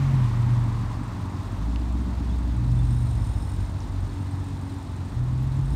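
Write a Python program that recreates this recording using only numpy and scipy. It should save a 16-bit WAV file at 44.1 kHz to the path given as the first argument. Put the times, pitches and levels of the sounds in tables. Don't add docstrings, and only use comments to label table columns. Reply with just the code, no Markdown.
import sys
import numpy as np
from scipy import signal
from scipy.fft import rfft, irfft
from scipy.io import wavfile
from scipy.ndimage import uniform_filter1d

SR = 44100
rng = np.random.default_rng(int(sys.argv[2]) if len(sys.argv) > 2 else 0)


def digitize_waveform(pressure):
    field = np.atleast_2d(pressure).T
    bounded = np.clip(field, -1, 1)
    quanta = np.round(bounded * 32767).astype(np.int16)
    wavfile.write(sys.argv[1], SR, quanta)


N = 253575
TIME = np.arange(N) / SR

# (time [s], rate [firings/s])
V8_SPEED = [(0, 46), (1.2, 45.9), (1.55, 47.3), (1.69, 58), (2, 62.5), (2.3, 61.2), (2.6, 58.3), (3.05, 51),
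            (3.7, 47.5), (4.25, 47.4), (4.6, 45.8), (5.53, 46.3), (5.72, 55)]
V8_CYLINDERS = [2, -3, -3, -22.5, -2, 9.5, 2, -22.5]
# (frequency [Hz], width [Hz], relative gain [dB])
V8_PIPE = [(157, 72, -11), (236.6, 13.4, 1), (288.8, 16.4, 2), (290, 75, -9.5)]
# (centre [Hz], width [Hz], top level [dB rms])
V8_LOW_RESONANCE = (58.87, 14.9, -25.5)
V8_HIGH_RESONANCE = (97.5, 8.5, -32.5)
# (time [s], level [dB])
V8_BURBLE = [(0, -40.5), (1.5, -42), (3.2, -42.5), (4.35, -45.5), (5.75, -41.5)]
# (start [s], end [s], level [dB])
V8_RING = [(4.3, 4.72, -45)]
# (delay [s], gain [dB])
CAR_PARK_ECHOES = [(.019, -11), (.047, -12.5), (.083, -12.5)]

# (time [s], rate [firings/s])
SIX_SPEED = [(0, 46), (1.7, 45), (2.2, 42.6), (2.5, 44), (2.68, 55.5), (3.25, 43.4), (4.6, 47.2), (5.3, 42),
             (5.75, 44)]
SIX_CYLINDERS = [9, 6.5, 9.5, 6, 7.5, -19]
# (frequency [Hz], width [Hz], relative gain [dB])
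SIX_PIPE = [(41.7, 12.3, -5.5), (59.4, 17.5, 1.5), (86, 24, 0), (150.3, 37.2, -7), (260, 70, -15.5)]
# (time [s], level [dB])
SIX_RUMBLE = [(0, -31), (1.3, -32), (1.7, -40), (2.3, -33.5), (3.2, -32), (4.2, -32), (4.7, -33.5),
              (5.3, -33.5)]
# (start [s], end [s], level [dB])
HUM_SWELLS = [(2.82, 3.25, -29.5), (5.3, 5.4, -34.5)]
# (start [s], end [s], level [dB])
SIZZLE_SURGES = [(2.9, 3.52, -59.5), (4.1, 4.75, -71), (5.7, 5.75, -62.5)]
# (frequency [Hz], relative density [dB/Hz])
SIZZLE_SPECTRUM = [(3200, -17), (3800, -1), (4100, -24), (4950, -30), (5250, 1), (5650, -20.5), (7100, -13),
                   (7700, -15), (8400, -8.5), (9100, -0.5), (9600, -19.5), (12000, -20), (15500, -26)]
INJECTOR_STRENGTHS = [10.5, -14, 10, -11, 11.5, 5.5]
# (frequency [Hz], width [Hz], relative level [dB])
FUEL_RAIL_MODES = [(3940, 340, -2), (7190, 180, -5.5), (8270, 280, -2), (8520, 35, -8.5), (9500, 450, -12),
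                   (11900, 1400, -15)]

# (time [s], pitch [Hz])
BOOM_PITCH = [(0, 136), (0.14, 135), (0.28, 117), (0.54, 121), (0.72, 115.5), (1.2, 109.5), (2.47, 109),
              (2.68, 122.5), (3, 120), (3.45, 109), (5.1, 108.5), (5.21, 124), (5.35, 126), (5.55, 134),
              (5.75, 137)]
# (centre [Hz], width [Hz], top level before fading [dB rms])
BOOM_RESONANCE = (127.3, 19.94, -20.5)

# (frequency [Hz], relative density [dB/Hz])
TREAD_SPECTRUM = [(800, -4.0), (1050, -0.5), (1500, -7.5), (2000, -6.0), (3000, -15.0), (6500, -24)]
# (start [s], end [s], level [dB])
GROOVE_SONG = [(0.3, 1.2, -46)]
# (time [s], peak [dB], pitch [Hz], width of each resonance pass [Hz])
GRIT = [(1.7594, -31, 2200, 2500), (3.663, -40, 5000, 3800), (3.8035, -40.5, 5900, 1400),
        (3.8225, -44, 4900, 2200), (5.43, -49, 11000, 2620), (5.4446, -54, 11800, 2600)]
# (time [s], level at centre [dB rms], pitch [Hz])
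SQUEAKS = [(2.301, -54, 3380), (2.335, -56, 3650), (2.797, -53, 3520), (4.1, -57, 4350)]
# (frequency [Hz], relative density [dB/Hz])
ROAR_SPECTRUM = [(190, -54), (330, 1.5), (427, -6.5), (524, -10), (624, -6), (730, -7), (903, -3.5),
                 (1050, -6.5), (1500, -14), (2000, -16.5), (3000, -27.5), (3900, -56), (6600, -120)]
# (frequency [Hz], relative density [dB/Hz])
WHIR_SPECTRUM = [(1290, -26), (2200, -25), (2490, 0), (2950, -2.5), (3560, 1.5), (4740, -2.5), (5100, -4),
                 (7070, -6.5), (7610, -8.5), (8400, -9), (10500, -17.5), (11700, -17), (14500, -20.5),
                 (15500, -21.5)]

V8_LOAD_FIRINGS_PER_S = 57.4
BURBLE_DB_PER_FIRING_PER_S = 0.4241
RESONANCE_SKIRT_POWER = 5.85
HUM_IDLE_DB, SIZZLE_IDLE_DB = -41.5, -73
BOOM_FADE_DB_PER_S = 0.92
ROAR_START_DB, ROAR_FADE_DB_PER_S = -44.5, 0.2
WHIR_START_DB, WHIR_FADE_DB_PER_S = -55, 0.46
SQUEAK_HALF_S = 0.0068
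MIC_TOP_HZ = 15600


def v8_coupe():
    rate, = in_time(V8_SPEED)
    phase = np.cumsum(rate * (1 + .004 * drift(8))) / SR
    pull = np.maximum(rate - V8_LOAD_FIRINGS_PER_S, 0)
    return v8_drone(rate, phase) + v8_burble(rate, phase, pull)


def v8_drone(rate, phase):
    first_db = resonance_db(rate, V8_LOW_RESONANCE)
    second_db = resonance_db(2 * rate, V8_HIGH_RESONANCE)
    first = tone(phase, first_db + .7 * drift(10))
    second = tone(2 * phase, second_db + 1.6 * drift(10))
    third = tone(3 * phase, .5 * first_db - 32 + 4.8 * drift(16))
    ring_gain = swells(V8_RING, rise_db_per_s=15, fall_db_per_s=25)
    sixth = ring_gain * tone(6 * phase, 3 * drift(12))
    return first + second + third + sixth


def v8_burble(rate, phase, pull):
    lope = 0.41 + .07 * pull
    bank_sway = np.sin(np.pi * phase / 2) + np.sin(np.pi * phase * 3 / 4)
    stagger = .045 * lope * bank_sway + .012 * drift(25)
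    clicks = firings(phase + stagger, V8_CYLINDERS, uneven_db=1.0, lope=lope)
    burble = car_park(exhaust(clicks, V8_PIPE, turbulence=.45, muffler_hz=385))
    level_db = in_time(V8_BURBLE)[0] + BURBLE_DB_PER_FIRING_PER_S * (rate - rate.min())
    throb_db = .2 * pull * np.cos(np.pi * (phase - 2) / 2)
    return from_db(level_db + throb_db) * burble


def car_park(x):
    echoes = sum(from_db(db) * np.interp(TIME - delay_s, TIME, x, left=0)
                 for delay_s, db in CAR_PARK_ECHOES)
    return x + echoes


def flat_six():
    rate, = in_time(SIX_SPEED)
    rumble_db, = in_time(SIX_RUMBLE)
    phase = np.cumsum(rate * (1 + 0.01146 * drift(6.38))) / SR
    clicks = firings(phase + .025 * drift(20), SIX_CYLINDERS, uneven_db=1.6)
    rumble = exhaust(clicks, SIX_PIPE, turbulence=.3, muffler_hz=360)

    hum_gain = from_db(HUM_IDLE_DB) + swells(HUM_SWELLS, rise_db_per_s=86, fall_db_per_s=18)
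    hum = tone(phase * 3 / 2, 20 * np.log10(hum_gain))

    sizzle_gain = from_db(SIZZLE_IDLE_DB) + swells(SIZZLE_SURGES, rise_db_per_s=74, fall_db_per_s=55)
    sizzle_db = 20 * np.log10(sizzle_gain)
    throb_db = 1.8 * np.sin(np.pi * phase) + 1.6 * np.sin(2 * np.pi * phase)
    sizzle = from_db(sizzle_db + throb_db + 1.7 * drift(60)) * coloured_noise(SIZZLE_SPECTRUM)
    ticking = from_db(0.29 * sizzle_db - 44.5) * injectors(phase)
    return from_db(rumble_db) * rumble + hum + sizzle + ticking


def injectors(phase):
    out = np.zeros(N)
    for hz, width_hz, db in FUEL_RAIL_MODES:
        clicks = firings(phase, INJECTOR_STRENGTHS, uneven_db=1.9)
        envelope = cut(puffs(clicks, decay_s=.010), 170, "low")
        mode = resonate(envelope * rng.standard_normal(N), hz, width_hz)
        out += from_db(db) * rms_one(mode)
    return rms_one(out)


def boom():
    third_hz, = in_time(BOOM_PITCH)
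    phase = np.cumsum(third_hz) / SR / 3
    level_db = resonance_db(third_hz, BOOM_RESONANCE) - BOOM_FADE_DB_PER_S * TIME
    third = tone(3 * phase, level_db + 1.8 * drift(36))
    faint_db = 0.25 * level_db - 2.8 * TIME + 0.96 * drift(3.3)
    second = tone(2 * phase, faint_db - 38.0)
    fifth = tone(5 * phase, faint_db - 33.5)
    sixth = tone(6 * phase, faint_db - 43.5)
    return third + second + fifth + sixth


def near_tyres():
    hiss = from_db(-43.5 - 9.6 * TIME) * coloured_noise(TREAD_SPECTRUM)
    groove_gain = swells(GROOVE_SONG, rise_db_per_s=11, fall_db_per_s=12)
    groove_air = rms_one(resonate(coloured_noise(ROAR_SPECTRUM), hz=1087, width_hz=280))
    return hiss + groove_gain * groove_air


def grit():
    out = np.zeros(N)
    for start_s, peak_db, hz, width_hz in GRIT:
        decay = (TIME >= start_s) * np.exp(-np.abs(TIME - start_s) / .0016)
        burst = rng.standard_normal(N) * decay
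        snap = resonate(resonate(burst + 1e-18, hz, width_hz), hz, width_hz)
        out += from_db(peak_db) * snap / np.abs(snap).max()
    return out


def squeaks():
    return sum(tone(hz * TIME, db) * np.exp(-((TIME - centre_s) / SQUEAK_HALF_S) ** 2)
               for centre_s, db, hz in SQUEAKS)


def road():
    roar_db = ROAR_START_DB - ROAR_FADE_DB_PER_S * TIME + 0.17 * drift(22)
    whir_db = WHIR_START_DB - WHIR_FADE_DB_PER_S * TIME + 0.86 * drift(23)
    roar = from_db(roar_db) * coloured_noise(ROAR_SPECTRUM)
    whir = from_db(whir_db) * coloured_noise(WHIR_SPECTRUM)
    return roar + whir


def firings(phase, cylinders_db, uneven_db, lope=1):
    at = np.flatnonzero(np.diff(np.floor(phase)) > 0)
    pattern_db = np.resize(cylinders_db, len(at)) * np.broadcast_to(lope, N)[at]
    clicks = np.zeros(N)
    clicks[at] = from_db(pattern_db + uneven_db * rng.standard_normal(len(at)))
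    return clicks + 1e-18


def puffs(clicks, decay_s):
    return rms_one(signal.lfilter([1], [1, -np.exp(-1 / (decay_s * SR))], clicks))


def exhaust(clicks, pipe, turbulence, muffler_hz):
    turbulent = puffs(clicks, decay_s=0.0055) * rng.standard_normal(N)
    gas = rms_one(clicks) + turbulence * turbulent
    rung = sum((-1) ** k * from_db(db) * resonate(gas, hz, width_hz)
               for k, (hz, width_hz, db) in enumerate(pipe))
    muffled = cut(rung, muffler_hz, "low", order=4)
    return muffled / np.sqrt(uniform_filter1d(muffled ** 2, size=SR // 3) + 1e-12)


def resonance_db(hz, resonance):
    centre_hz, width_hz, top_db = resonance
    offset = np.abs(2 * (hz - centre_hz) / width_hz)
    return top_db - 10 * np.log10(1 + offset ** RESONANCE_SKIRT_POWER)


def swells(rows, rise_db_per_s, fall_db_per_s):
    gain = 0
    for start_s, end_s, db in rows:
        before_db = rise_db_per_s * np.maximum(start_s - TIME, 0)
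        after_db = fall_db_per_s * np.maximum(TIME - end_s, 0)
        gain = gain + from_db(db - before_db - after_db)
    return gain


def tone(phase, level_db):
    return from_db(level_db) * np.sqrt(2) * np.sin(2 * np.pi * phase)


def coloured_noise(spectrum):
    hz, db = np.transpose(spectrum)
    grid_hz = np.maximum(np.arange(N // 2 + 1) * SR / N, 1)
    gain = from_db(np.interp(np.log(grid_hz), np.log(hz), db))
    gain *= np.minimum(grid_hz / hz[0], 1) ** 2 * np.minimum(hz[-1] / grid_hz, 1) ** 2
    return rms_one(irfft(rfft(rng.standard_normal(N)) * gain, N))


def resonate(x, hz, width_hz):
    r = np.exp(-np.pi * width_hz / SR)
    zeros = np.array([1, 0, -1]) * (1 - r * r) / 2
    poles = [1, -2 * r * np.cos(2 * np.pi * hz / SR), r * r]
    return signal.lfilter(zeros, poles, x)


def cut(x, hz, kind, order=2):
    return signal.sosfilt(signal.butter(order, hz, kind, fs=SR, output="sos"), x)


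def drift(corner_hz):
    r = np.exp(-80 * np.pi * corner_hz / SR)
    noise = rng.standard_normal(N // 40 + 2002)
    slow = signal.lfilter([1], [1, -2 * r, r * r], noise)[2000:]
    return np.interp(np.arange(N) / 40, np.arange(len(slow)), rms_one(slow))


def in_time(rows):
    time_s, *columns = np.transpose(rows)
    return [np.interp(TIME, time_s, column) for column in columns]


def rms_one(x):
    return x / np.sqrt(np.mean(x ** 2) + 1e-20)


def from_db(db):
    return 10 ** (np.asarray(db) / 20)


def scene():
    cars = v8_coupe() + flat_six() + boom()
    background = near_tyres() + grit() + squeaks() + road()
    return (cars + background)[None]


def record(dry):
    thin = cut(dry, 32.3, "high", order=8)
    top_cut = signal.ellip(10, .1, 80, MIC_TOP_HZ, fs=SR, output="sos")
    return signal.sosfilt(top_cut, thin)


dry = scene()
out = record(dry)
digitize_waveform(out)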